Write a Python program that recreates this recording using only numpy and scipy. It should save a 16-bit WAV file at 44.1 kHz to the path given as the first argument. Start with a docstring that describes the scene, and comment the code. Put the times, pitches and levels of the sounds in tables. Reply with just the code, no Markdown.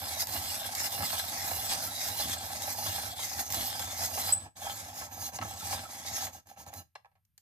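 """A hand-cranked metal pencil sharpener is turned on a desk in a small, quiet room, heard close in stereo.
From the start the cutter rasps through wood in dense tiny fractures, gear teeth chatter in the casing
and shake the desk, and the pencil rubs in its guide. After seven turns, at 4.3 s, the crank stalls with
a stick-slip squeak. It turns on more lightly, and near 7 s the hand lets go with a few knocks."""
import sys
import numpy as np
from scipy import signal
from scipy.fft import rfft, irfft
from scipy.io import wavfile
from scipy.ndimage import uniform_filter1d

SR = 44100
rng = np.random.default_rng(int(sys.argv[2]) if len(sys.argv) > 2 else 0)


def generate_wav(signal):
    """Clip the signal to [-1, 1] and save it as 16-bit WAV at the path in sys.argv[1]."""
    frames = np.transpose(np.atleast_2d(signal))
    scaled = np.clip(frames, -1, 1) * 32767
    pcm = np.round(scaled).astype(np.int16)
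    wavfile.write(sys.argv[1], SR, pcm)


N = 326781
TIME = np.arange(N) / SR
LEFT_RIGHT = np.array([[1], [-1]])


def undb(db):
    """Decibels to amplitude ratio."""
    return 10 ** (np.asarray(db) / 20)


def unit(x):
    """Normalisation to rms 1."""
    return x / np.sqrt(np.mean(x ** 2))


def unit_energy(response):
    """Normalisation of a stereo response to energy 1 on the left."""
    return response / np.linalg.norm(response[0])


def sides(pan_db):
    """Level difference as two gains; pan is left minus right."""
    return undb(LEFT_RIGHT * pan_db / 2)


def spectrum(points, size=N):
    """Interpolation of (frequency [Hz], level [dB]) points over log frequency."""
    hz, db = np.transpose(points)
    return np.interp(np.log(np.fft.rfftfreq(size, 1 / SR) + 1), np.log(hz), db)


def band(x, kind, edge_hz, order=4):
    """Butterworth low-pass or high-pass."""
    return signal.sosfilt(signal.butter(order, edge_hz, kind, fs=SR, output="sos"), x)


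def convolve(x, response):
    """Linear filtering by a left and a right impulse response."""
    return signal.oaconvolve(np.broadcast_to(x, (2, N)), response, axes=1)[:, :N]


def modes(table, size=8192):
    """Modal superposition: an impulse response is a sum of damped sinusoids."""
    t = TIME[:size]
    return sum(width * undb(db) * sides(pan) * np.exp(-np.pi * width * t)
               * np.sin(2 * np.pi * hz * t - LEFT_RIGHT * lag / 2)
               for hz, width, db, pan, lag in table)


def walk(per_s):
    """Slow random modulation with a spread near 1."""
    return 1.2 * np.interp(TIME * per_s, np.arange(8192), rng.standard_normal(8192))


def grains(per_s, spread_db):
    """Shot noise: random impulses of uneven size, with their own strength on each side."""
    occurs = rng.random(N) < per_s / SR
    sizes = undb(spread_db * np.minimum(rng.exponential(size=N), 5))
    return unit(occurs * sizes * rng.standard_normal((2, N)))


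def bursts(times, gains, decays, size=4096):
    """Impact envelopes: instant onset, exponential decay."""
    out = np.zeros(N + size)
    for s, gain, decay in zip(times, gains, decays):
        start = int(np.clip(s * SR, 0, N))
        out[start:start + size] += gain * np.exp(-TIME[:size] / max(decay, 1 / SR))
    return out[:N]


def bumps(times, heights, width_s):
    """A Gaussian swell around each time."""
    return sum(height * np.exp(-np.minimum(((TIME - s) / width_s) ** 2, 20))
               for s, height in zip(times, heights))


def swing(turn, depth_db, peak_turns):
    """Amplitude modulation, one cycle to a turn of the crank."""
    return undb(depth_db * np.cos(2 * np.pi * (turn - peak_turns)))


# spectrum of the room tone: (frequency [Hz], relative level [dB])
ROOM_TONE = [(20, -29), (50, -14), (95, 1.5), (190, -14), (300, -33), (450, -39), (2000, -35), (14000, -44)]
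# faint high tones: (frequency [Hz], level [dB])
WHINE = [(9550, -94), (12651, -88)]
def background():
    """Noise floor: a low rumble, partly coherent between the sides, and a phase-modulated whine."""
    noise = rng.standard_normal(N) + 0.48 * rng.standard_normal((2, N))
    rumble = unit(irfft(rfft(noise) * undb(spectrum(ROOM_TONE)), N))
    whine = sum(undb(db) * np.sin(2 * np.pi * hz * TIME + 1.5 * walk(300)) for hz, db in WHINE)
    return undb(-79) * rumble + whine


def room(x, t60_s, wet_db, size=16384):
    """Reverberation: the diffuse field of a small furnished room decays exponentially."""
    t = TIME[:size]
    onset = np.clip(t / 0.0014 - 1, 0, 1)
    tail = rng.standard_normal((2, size)) * undb(-60 * t / t60_s) * onset
    return undb(wet_db) * convolve(x, unit_energy(tail))


# position of the crank: (time [s], angle [turns])
TURNS = [(-.1, 0), (.5, 1), (1.1, 2), (1.71, 3), (2.33, 4), (2.95, 5), (3.68, 6), (4.3, 7), (4.56, 7.08),
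         (4.95, 7.5), (5.22, 7.75), (5.62, 8), (6.15, 8.5), (6.3, 8.68), (6.85, 8.84)]
def crank():
    """Rotation at piecewise constant speed, in turns so far."""
    return np.interp(TIME, *np.transpose(TURNS))


# pushes of the hand on the crank, in relative levels:
# (time [s], length [s], rasp [dB], swell from start to end [dB], hiss over rasp [dB], gear load [dB])
PUSHES = [(-0.121, 0.39, -38, 0.5, 1.5, -45), (0.243, 0.38, -36.5, 1.5, 1, -44),
          (0.571, 0.2, -37, -2.5, 0, -46.5), (0.712, 0.19, -33.5, 14.5, 0.5, -45.5),
          (0.863, 0.43, -36.5, -5, 1, -45), (1.22, 0.3, -37, 1, 1, -47), (1.399, 0.3, -35, 2, 2.5, -43),
          (1.653, 0.24, -35.5, -11, -3, -44), (1.8, 0.17, -41, -8, 5, -49),
          (1.86, 0.27, -37.5, 14.5, 1.5, -46), (2.058, 0.32, -35, 8, 1, -44.5),
          (2.33, 0.34, -40, -1, 0.5, -44.5), (2.567, 0.19, -38, 16.5, 2.5, -47.5),
          (2.743, 0.42, -36.5, -1, 1, -44), (3.138, 0.37, -40, -9, 0, -48),
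          (3.351, 0.1, -33.5, 3, 3.5, -42), (3.467, 0.25, -35.5, 5.5, 4.5, -44.5),
          (3.665, 0.31, -39, 4, -1, -45), (3.917, 0.18, -36.5, 15.5, 2, -44),
          (4.05, 0.3, -36.5, 12, 2.5, -43), (4.285, 0.21, -53.5, -9, -6.5, -44),
          (4.553, 0.39, -43, 0.5, 1, -46), (4.904, 0.19, -44.5, 0, -0.5, -45.5),
          (5.074, 0.24, -47, 18.5, 4, -44.5), (5.31, 0.089, -45.5, 8, -1, -43),
          (5.394, 0.19, -43.5, 0, 0.5, -41.5), (5.529, 0.25, -39.5, 10, -1, -43.5),
          (5.68, 0.21, -41, -12, -2, -42.5), (5.856, 0.16, -44, 7.5, 0.5, -49),
          (5.944, 0.34, -41, 18.5, 0.5, -46.5), (6.243, 0.077, -47, -12, 1, -45.5),
          (6.318, 0.1, -51, -20, 0.5, -47.5), (6.455, 0.11, -55.5, -11, 2, -54),
          (6.555, 0.1, -52, 4, 2, -45.5), (6.651, 0.056, -50.5, 15, 4, -40.5),
          (6.701, 0.13, -57, 9, 8.5, -44.5)]
def pushes(attack_s=0.046, release_s=0.045, arch_db=4, gear_exponent=0.48):
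    """Incoherent addition: overlapping pushes sum in power to envelopes of rasp, hiss and gear load."""
    power = np.zeros((3, N))
    for s, length, rasp_db, swell_db, hiss_db, gear_db in PUSHES:
        on = (TIME > s) & (TIME < s + length)
        t = TIME[on] - s
        place = 2 * t / length - 1
        grip = np.minimum(np.minimum(t / attack_s, (length - t) / release_s), 1)
        force = grip * undb(swell_db * place / 2 - arch_db * place ** 2)
        bite = undb(rasp_db) * force
        load = undb(gear_db) * force ** gear_exponent
        power[:, on] += np.array([bite, undb(hiss_db) * bite, load]) ** 2
    return np.sqrt(power)


# desk top: (frequency [Hz], bandwidth [Hz], level [dB], pan [dB], left lag [rad])
DESK_MODES = [(89.4, 5.1, 2.5, -1, 0.083), (100.3, 12, 3, -1.4, 0.0069), (162, 70, -9.5, 0, 0.12),
              (248.7, 11, -10.5, 0.72, 0.13), (309, 150, -11.5, 0, 0.23)]
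# the base rocks on the desk: (time [s], level [dB])
ROCKS = [(0.38, -44.5), (1.02, -43.5), (1.33, -50), (1.89, -53), (2.27, -47), (2.88, -45), (3.58, -44.5),
         (3.9, -68), (4.44, -49), (4.65, -55), (5.42, -42), (5.81, -68), (6.2, -63), (6.79, -54)]
def desk(mesh, load):
    """Structure-borne sound: gear jolts pass through the base into the low modes of the desk."""
    thud = convolve(rng.standard_normal(N) * (mesh + 1.8), modes(DESK_MODES))
    thud = band(band(thud, "high", 73, order=6), "low", 335, order=10)
    s, db = np.transpose(ROCKS)
    rocking = bumps(s, undb(db), width_s=0.042)
    return unit(thud) * np.hypot(undb(-7) * load, rocking)


# cast body: (frequency [Hz], bandwidth [Hz], level [dB], pan [dB], left lag [rad])
CASING_MODES = [(690, 90, -18, -6, 4.7), (670, 42, 1, -5, 0.67), (808, 63, 9.5, -1.5, 0.51),
                (951, 30, 2, -2, 0.66), (1074, 100, -1.5, -2, 0.73), (1316, 22, 5.5, -8.5, 2.3),
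                (1637, 120, 1.5, -7.5, 2.33), (2250, 230, -12.5, -17, 2.6)]
def casing():
    """Radiation efficiency: the response of a body too small to radiate lows."""
    return unit_energy(band(modes(CASING_MODES), "high", 486, order=6))


def clonks(times, gains, pitches, rise_s=.004, lag_rad=1, size=1024):
    """Damped vibration of the hand-held casing; the pitch depends on where the parts touch."""
    out, t = np.zeros((2, N + size)), TIME[:size]
    shape = (t / rise_s * np.exp(1 - t / rise_s)) ** 2 * sides(-3.5)
    for s, gain, hz in zip(times, gains, pitches):
        start = int(s * SR)
        tone = np.sin(2 * np.pi * hz * t - LEFT_RIGHT * lag_rad / 2)
        out[:, start:start + size] += gain * shape * tone
    return out[:, :N]


def tooth_times(turn, play, per_turn):
    """Timing jitter: evenly spaced teeth each meet a little early or late."""
    angles = (np.arange(len(play)) + .2 * play) / per_turn
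    return np.interp(angles, turn, TIME, left=TIME[-1])


def teeth(turn, scatter_db, decay_s, per_turn):
    """Quasi-periodic forcing: each tooth strikes with a random strength."""
    play, force = rng.standard_normal((int(per_turn * turn[-1]), 2)).T
    gains = undb(scatter_db * np.tanh(force))
    return unit(bursts(tooth_times(turn, play, per_turn), gains, np.full(len(play), decay_s)))


def gears(turn, mesh, load, rattles_per_turn=40, rattle_hz=770, scatter_db=6):
    """Friction and backlash: meshing teeth scrape and ring the casing, loose ones knock in their play."""
    friction = grains(per_s=6000, spread_db=1.2)[0] * (mesh + 1.2)
    scrape = unit(convolve(friction, casing())) * undb(0.24 * walk(13) - 3.0)
    play, force, tune = rng.standard_normal((int(rattles_per_turn * turn[-1]), 3)).T
    times = tooth_times(turn, play, rattles_per_turn)
    rattle = unit(clonks(times, undb(scatter_db * np.tanh(force)), rattle_hz * (1 + .085 * tune)))
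    return (scrape + undb(-6) * rattle) * load * swing(turn, depth_db=0.5, peak_turns=0.43)


# steel pencil clamp: (frequency [Hz], bandwidth [Hz], level [dB], pan [dB], left lag [rad])
CLAMP_MODES = [(1103, 70, 16, 5.5, .6), (2100, 650, 7, 2, 0.75), (2700, 130, 4.5, 2, 0.79),
               (3460, 75, -0.5, -5.5, .5), (4180, 160, 1, 9, 0.31)]
# knocks of crank and casing:
# (time [s], relative level [dB], clack offset [dB], rattle decay [s], frequency [Hz])
KNOCKS = [(0.028, -33, -22, .008, 829), (0.167, -33, -17, .006, 684), (0.224, -32, -15, .008, 778),
          (0.336, -35, -6, .025, 790), (0.356, -33, -20, .008, 697), (0.615, -32.5, -25, .012, 799),
          (0.689, -34, -18, .006, 716), (0.732, -33.5, -22, .004, 830), (0.847, -29.5, -18, .008, 770),
          (0.978, -32, -20, .03, 805), (1.004, -32, -24, .015, 800), (1.03, -30, -17, .008, 810),
          (1.129, -32, -16, .02, 802), (1.143, -31, -22, .008, 825), (1.174, -32, -22, .008, 775),
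          (1.192, -34, -6, .012, 830), (1.24, -32, -22, .008, 715), (1.323, -30, -17, .008, 802),
          (1.513, -29, -24, .01, 681), (1.567, -33, -20, .01, 799), (1.717, -28.5, -11, .025, 781),
          (2.195, -30.5, -20, .025, 829), (2.675, -32, -20, .025, 800), (2.747, -33.5, -24, .006, 824),
          (2.823, -32.5, -24, .008, 786), (2.859, -29, -18, .012, 818), (2.98, -34, -18, .03, 790),
          (3.19, -34, -16, .012, 900), (3.392, -30, -10, .005, 767), (3.532, -28, -15, .015, 821),
          (3.578, -33.5, -22, .008, 716), (3.748, -34.5, -24, .008, 818), (3.795, -32, -21, .006, 840),
          (4.028, -28, -29, .008, 805), (4.174, -26, -10, .01, 713), (4.29, -30, -12, .008, 818),
          (4.652, -33, -26, .01, 794), (4.666, -31, -25, .012, 850), (4.696, -29.5, -22, .005, 805),
          (5.019, -35.5, -24, .008, 775), (5.388, -29, -1, .002, 756), (5.413, -36, 2, .002, 780),
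          (5.42, -29, -6, .007, 799), (5.425, -34, -6, .004, 900), (5.698, -33, -16, .008, 800),
          (5.726, -28.5, -5, .008, 800), (5.775, -33, -20, .008, 880), (6.177, -35.5, -22, .008, 713),
          (6.224, -35.5, -22, .008, 756), (6.269, -32.5, -5, .006, 810), (6.513, -45, -26, .006, 800),
          (6.573, -44, -9, .006, 800), (6.663, -45, -18, .006, 800), (6.729, -40, -12, .006, 800),
          (6.953, -37, -2, .004, 850), (6.958, -41, -2, .004, 780), (7.047, -47, -18, .004, 815),
          (7.056, -47.5, -16, .005, 815), (7.115, -68, -7, .012, 800), (7.153, -62, -8, .015, 800),
          (7.378, -71, 5, .006, 800)]
def knocks():
    """Impact excitation: loose parts ring the casing, and hard blows also clack in the clamp."""
    s, db, clack_db, rattle_s, hz = np.transpose(KNOCKS)
    chatter = rng.standard_normal(N) * bursts(s, undb(db - 8), rattle_s)
    blow = bursts(s, undb(db + clack_db + 2.5), np.zeros(len(s)))
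    crack = rng.standard_normal(N) * bursts(s, undb(db + clack_db - 3.5), rattle_s)
    clamp = unit_energy(band(modes(CLAMP_MODES), "high", 450))
    return clonks(s, undb(db - 5.5), hz) + convolve(chatter, casing()) + convolve(blow + crack, clamp)


# squeaks of cutter and pencil: (time [s], length [s], frequency [Hz], level [dB], pan [dB])
SQUEAKS = [(1.03, 0.0053, 1250, -34.5, -1), (1.87, 0.029, 1347, -45.5, 2), (2.381, 0.008, 7660, -38, 0),
           (4.323, 0.0094, 7970, -14.5, -4), (4.3322, 0.0072, 7960, -17.5, 12.5),
           (4.3373, 0.0045, 7800, -29, 1), (5.416, 0.022, 1315, -40.5, -9), (5.607, 0.015, 1330, -46.5, -8),
           (5.852, 0.013, 1320, -43.5, -4)]
def squeaks():
    """Stick-slip oscillation: a single mode swells and is choked."""
    out = 0
    for s, length, hz, db, pan_db in SQUEAKS:
        t = TIME[:int(length * SR)]
        tone = np.sin(np.pi * t / length) ** 0.4 * np.sin(2 * np.pi * hz * t)
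        start = int(s * SR)
        out = out + undb(db) * sides(pan_db) * np.pad(tone, (start, N - start - len(t)))
    return out


# the casing throws each band to one side: (frequency [Hz], pan [dB])
DIRECTIVITY = [(1000, 5.5), (2200, -11.5), (2700, 0), (3400, -5), (3800, -11), (5000, 1), (6300, 5),
               (7900, 5.5), (9000, -3), (10400, -5), (13000, -10), (13600, -16.5), (14300, -10)]
def radiation(points, size=1024):
    """Directivity: a minimum-phase response with the given spectrum, panned band by band."""
    magnitude = undb(spectrum(points, size)) * sides(spectrum(DIRECTIVITY, size))
    cepstrum = irfft(np.log(magnitude))
    causal_fold = 1 + np.sign(size / 2 - np.arange(size))
    causal_fold[0] = 1
    return irfft(np.exp(rfft(cepstrum * causal_fold)))


# snapping splinters and ticks of metal: (time [s], level [dB])
SNAPS = [(0.2705, -30), (0.7507, -26.5), (2.621, -30), (3.503, -30), (3.5234, -25), (3.5443, -27),
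         (3.794, -28), (4.568, -44), (6.4707, -53), (6.6643, -49), (6.7378, -38), (7.2505, -66),
         (7.3783, -48)]
def snaps(decay_s=.003):
    """Broadband transients: each crack is a short burst of bright noise."""
    s, db = np.transpose(SNAPS)
    crack = radiation([(500, -30.5), (1700, -4.0), (4000, -2.0), (6400, 3.5),
                       (9000, 0.5), (12500, -6.0), (13700, 2.5)])
    hits = bursts(s, undb(db), np.full(len(s), decay_s))
    return convolve(hits * rng.standard_normal((2, N)), unit_energy(crack))


# steel cutter: (frequency [Hz], bandwidth [Hz], level [dB], pan [dB], left lag [rad])
CUTTER_MODES = [(1640, 88, 1, 2, 0.43), (2137, 320, -1, 7, 2.3), (2810, 130, -2, 8.5, 1.6),
                (3517, 74, -3, 11.5, .5), (4095, 110, 0, 17.5, .4), (5100, 110, 1.5, 5.5, .5)]
# the blades tear a splinter off: (time [s], level [dB], decay [s])
SPLINTERS = [(0.364, -36, .007), (0.541, -39, .007), (0.644, -35, .006), (0.864, -37, .007),
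             (1.194, -28.5, .005), (1.509, -35.5, .006), (2.872, -37, .007), (2.978, -37, .006),
             (3.391, -31.5, .005), (3.793, -38, .004), (3.822, -36, .006), (4.2825, -27.5, .005),
             (4.696, -36, .003), (5.3875, -32.5, .0025), (5.4135, -34, .003), (5.728, -30, .003),
             (6.2685, -35.5, .004), (6.954, -42, .006)]
def crunches(bite):
    """Brittle fracture: a few big splinters among many small chips ring the steel cutter."""
    s, db, decay_s = np.transpose(SPLINTERS)
    clicks = unit(np.sign(grains(per_s=2500, spread_db=0)[0]))
    cracks = clicks * bursts(s, undb(db), decay_s)
    chips = grains(per_s=200, spread_db=2.5)[0] * undb(-13) * bite
    steel = unit_energy(band(modes(CUTTER_MODES), "high", 810))
    return convolve(cracks + chips, steel)


def ring(hz, width_hz):
    """Narrow-band noise: low-passed stereo noise is shifted up to a moving centre frequency."""
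    pole = np.exp(-np.pi * width_hz / SR)
    noise = signal.lfilter([1], np.poly([pole, pole]), rng.standard_normal((2, N)))
    phase = 2 * np.pi * np.cumsum(hz) / SR
    return unit(noise * np.cos(phase) + noise[::-1] * LEFT_RIGHT * np.sin(phase))


# air in the housing:
# (frequency [Hz], bandwidth [Hz], level [dB], pan [dB], swing [dB], angle of the peak [turns])
AIR_MODES = [(2840, 74, -23, -2.5, 6, 0.84), (3420, 460, -13, 4, 3, 0.11),
             (3835, 150, -18.5, -8.5, 2, 0.33), (4066, 160, -22.5, -1.5, 8.5, 0.86),
             (4420, 460, -17, 6, 1, 0.13), (4880, 330, -17, -7, 1, .1), (5080, 300, -20, -3.5, 6.5, 0.89),
             (7370, 250, -20, 5.5, 0, .1), (7820, 300, -22, 2.5, 1, 0.067)]
def cavity(turn, drive, wander_per_s=24):
    """Cavity resonance: air modes swell as the cutter circles and waver as the pencil shifts."""
    out = np.zeros((2, N))
    for hz, width, db, pan_db, swing_db, peak_turns in AIR_MODES:
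        pitch = hz * (1 + .008 * walk(wander_per_s))
        waver = unit(undb(3.5 * walk(wander_per_s)))
        strength = waver * undb(db) * swing(turn, swing_db, peak_turns)
        out += sides(pan_db) * ring(pitch, width) * strength
    return out * drive


# rubbing, which grows as the point gets smooth: (time [s], relative level [dB], frequency [Hz])
RUB = [(0, -18.5, 6310), (2.55, -10, 6450), (2.8, -5, 6300), (2.95, -13.5, 6450), (3.4, -8.5, 6440),
       (3.48, 1.5, 6340), (3.6, -9, 6250), (3.9, -8.5, 6470), (4.08, -3.5, 6390), (4.25, -12, 6370),
       (4.601, -1.5, 6600), (4.9, -8.5, 6730), (5.119, -0.5, 6470), (5.24, -2.5, 6400), (5.361, 1, 6430),
       (5.5, -3, 6400), (5.75, -7.5, 6400), (6.2, -4, 6450), (6.85, 3, 6500)]
def rubbing(turn):
    """Sliding friction: the pencil's cone rubs in a narrow band that drifts in pitch."""
    s, db, hz = np.transpose(RUB)
    strength = undb(np.interp(TIME, s, db) - 1.0) * swing(turn, depth_db=1, peak_turns=0.66)
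    return ring(np.interp(TIME, s, hz), width_hz=910) * strength


def ripple(x, turn, decay_s=0.002, count=9, size=256):
    """Spectral ripple: random short echoes, cross-faded with the crank angle, shift the rasp's colour."""
    out = 0
    for index in range(count):
        response = rng.standard_normal((2, size)) * np.exp(-TIME[:size] / decay_s)
        response /= np.linalg.norm(response, axis=1, keepdims=True)
        response[:, 0] = 1  # direct sound
        offset = count * np.abs((turn - index / count + .5) % 1 - .5)
        crossfade = np.sqrt(np.clip(1 - offset, 0, 1))
        out = out + convolve(x * crossfade, response)
    return out / np.sqrt(2)


def shimmer(x, depth_db=2.1, size=512):
    """Spectral modulation: narrow bands swell and fade on their own, a shifting metallic colour."""
    bands = signal.stft(x, nperseg=size)[2]
    drift = uniform_filter1d(rng.standard_normal(bands.shape[1:]), size=3, axis=0)
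    drift = uniform_filter1d(drift, size=10, axis=1)
    gains = unit(undb(depth_db * unit(drift)))
    return signal.istft(bands * gains, nperseg=size)[1][:, :N]


# the blades catch and dig in: (time [s], extra level [dB])
CATCHES = [(0.222, 8.5), (1.142, 1.5), (1.193, 9.5), (1.725, 3.5), (2.21, 1.5), (2.725, 2.5), (2.87, 2.5),
           (2.96, 2), (4.15, 5.5), (5.23, 2.5), (5.73, 4)]
def blades(turn, depth=0.18):
    """Roughness: the quick, uneven strikes of the spiral blades modulate the amplitude of the cut."""
    strikes = unit(2 + depth * teeth(turn, scatter_db=7.5, decay_s=0.0088, per_turn=61))
    catch_db = bumps(*np.transpose(CATCHES), width_s=0.026)
    flicker_db = 1.6 * walk(30) + walk(80) + 0.38 * walk(350)
    return strikes * undb(catch_db + flicker_db)


# spectra of the wood's rasp and of its fine hiss: (frequency [Hz], relative level [dB])
RASP_SPECTRUM = [(500, -12), (1500, -4.5), (2150, -4), (2550, -5.5), (3150, -16), (3750, -15.5),
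                 (4100, -2.5), (5100, 2), (5550, 2), (6000, 2), (7000, -2.5), (7800, 2), (8800, -0.5),
                 (10000, -2), (13000, -20.5)]
HISS_SPECTRUM = [(6000, -54), (8800, -22), (10000, 0), (11100, 3.5), (12100, -0.5), (12900, 4), (13400, 0),
                 (13800, 7), (14200, 5), (14500, -33.5)]
def cutter(turn, bite, fine, load):
    """Acoustic emission: dense fractures of wood merge into a rasp, joined by rubbing and ringing air."""
    roughness = blades(turn)
    rasp = unit(convolve(grains(per_s=5000, spread_db=-0.5), radiation(RASP_SPECTRUM)))
    hiss = unit(convolve(grains(per_s=12000, spread_db=-5.5), radiation(HISS_SPECTRUM)))
    hiss *= undb(0.56 * walk(60))
    tearing = roughness * (bite * undb(-5.5) * rasp + fine * undb(-6.0) * hiss)
    air_drive = roughness * np.hypot(bite, undb(-12) * load)
    return ripple(tearing, turn) + roughness * bite * rubbing(turn) + cavity(turn, air_drive)


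def scene():
    """Superposition of the sharpener's direct sound, its reverberation and the noise floor."""
    turn = crank()
    mesh = teeth(turn, scatter_db=-7.0, decay_s=0.021, per_turn=20)
    bite, fine, load = pushes()
    cutting = shimmer(cutter(turn, bite, fine, load)) + crunches(bite)
    machine = cutting + gears(turn, mesh, load) + desk(mesh, load) + knocks() + snaps()
    squeal = squeaks()
    echoes = room(machine, t60_s=0.19, wet_db=-11.0) + room(squeal, t60_s=0.25, wet_db=-7.0)
    return machine + squeal + echoes + background()


def record(dry, top_hz=14300):
    """Band limiting: a steep elliptic low-pass cuts the highest treble."""
    return signal.sosfilt(signal.ellip(10, .2, 70, top_hz, fs=SR, output="sos"), dry)


dry = scene()
out = record(dry)
generate_wav(out)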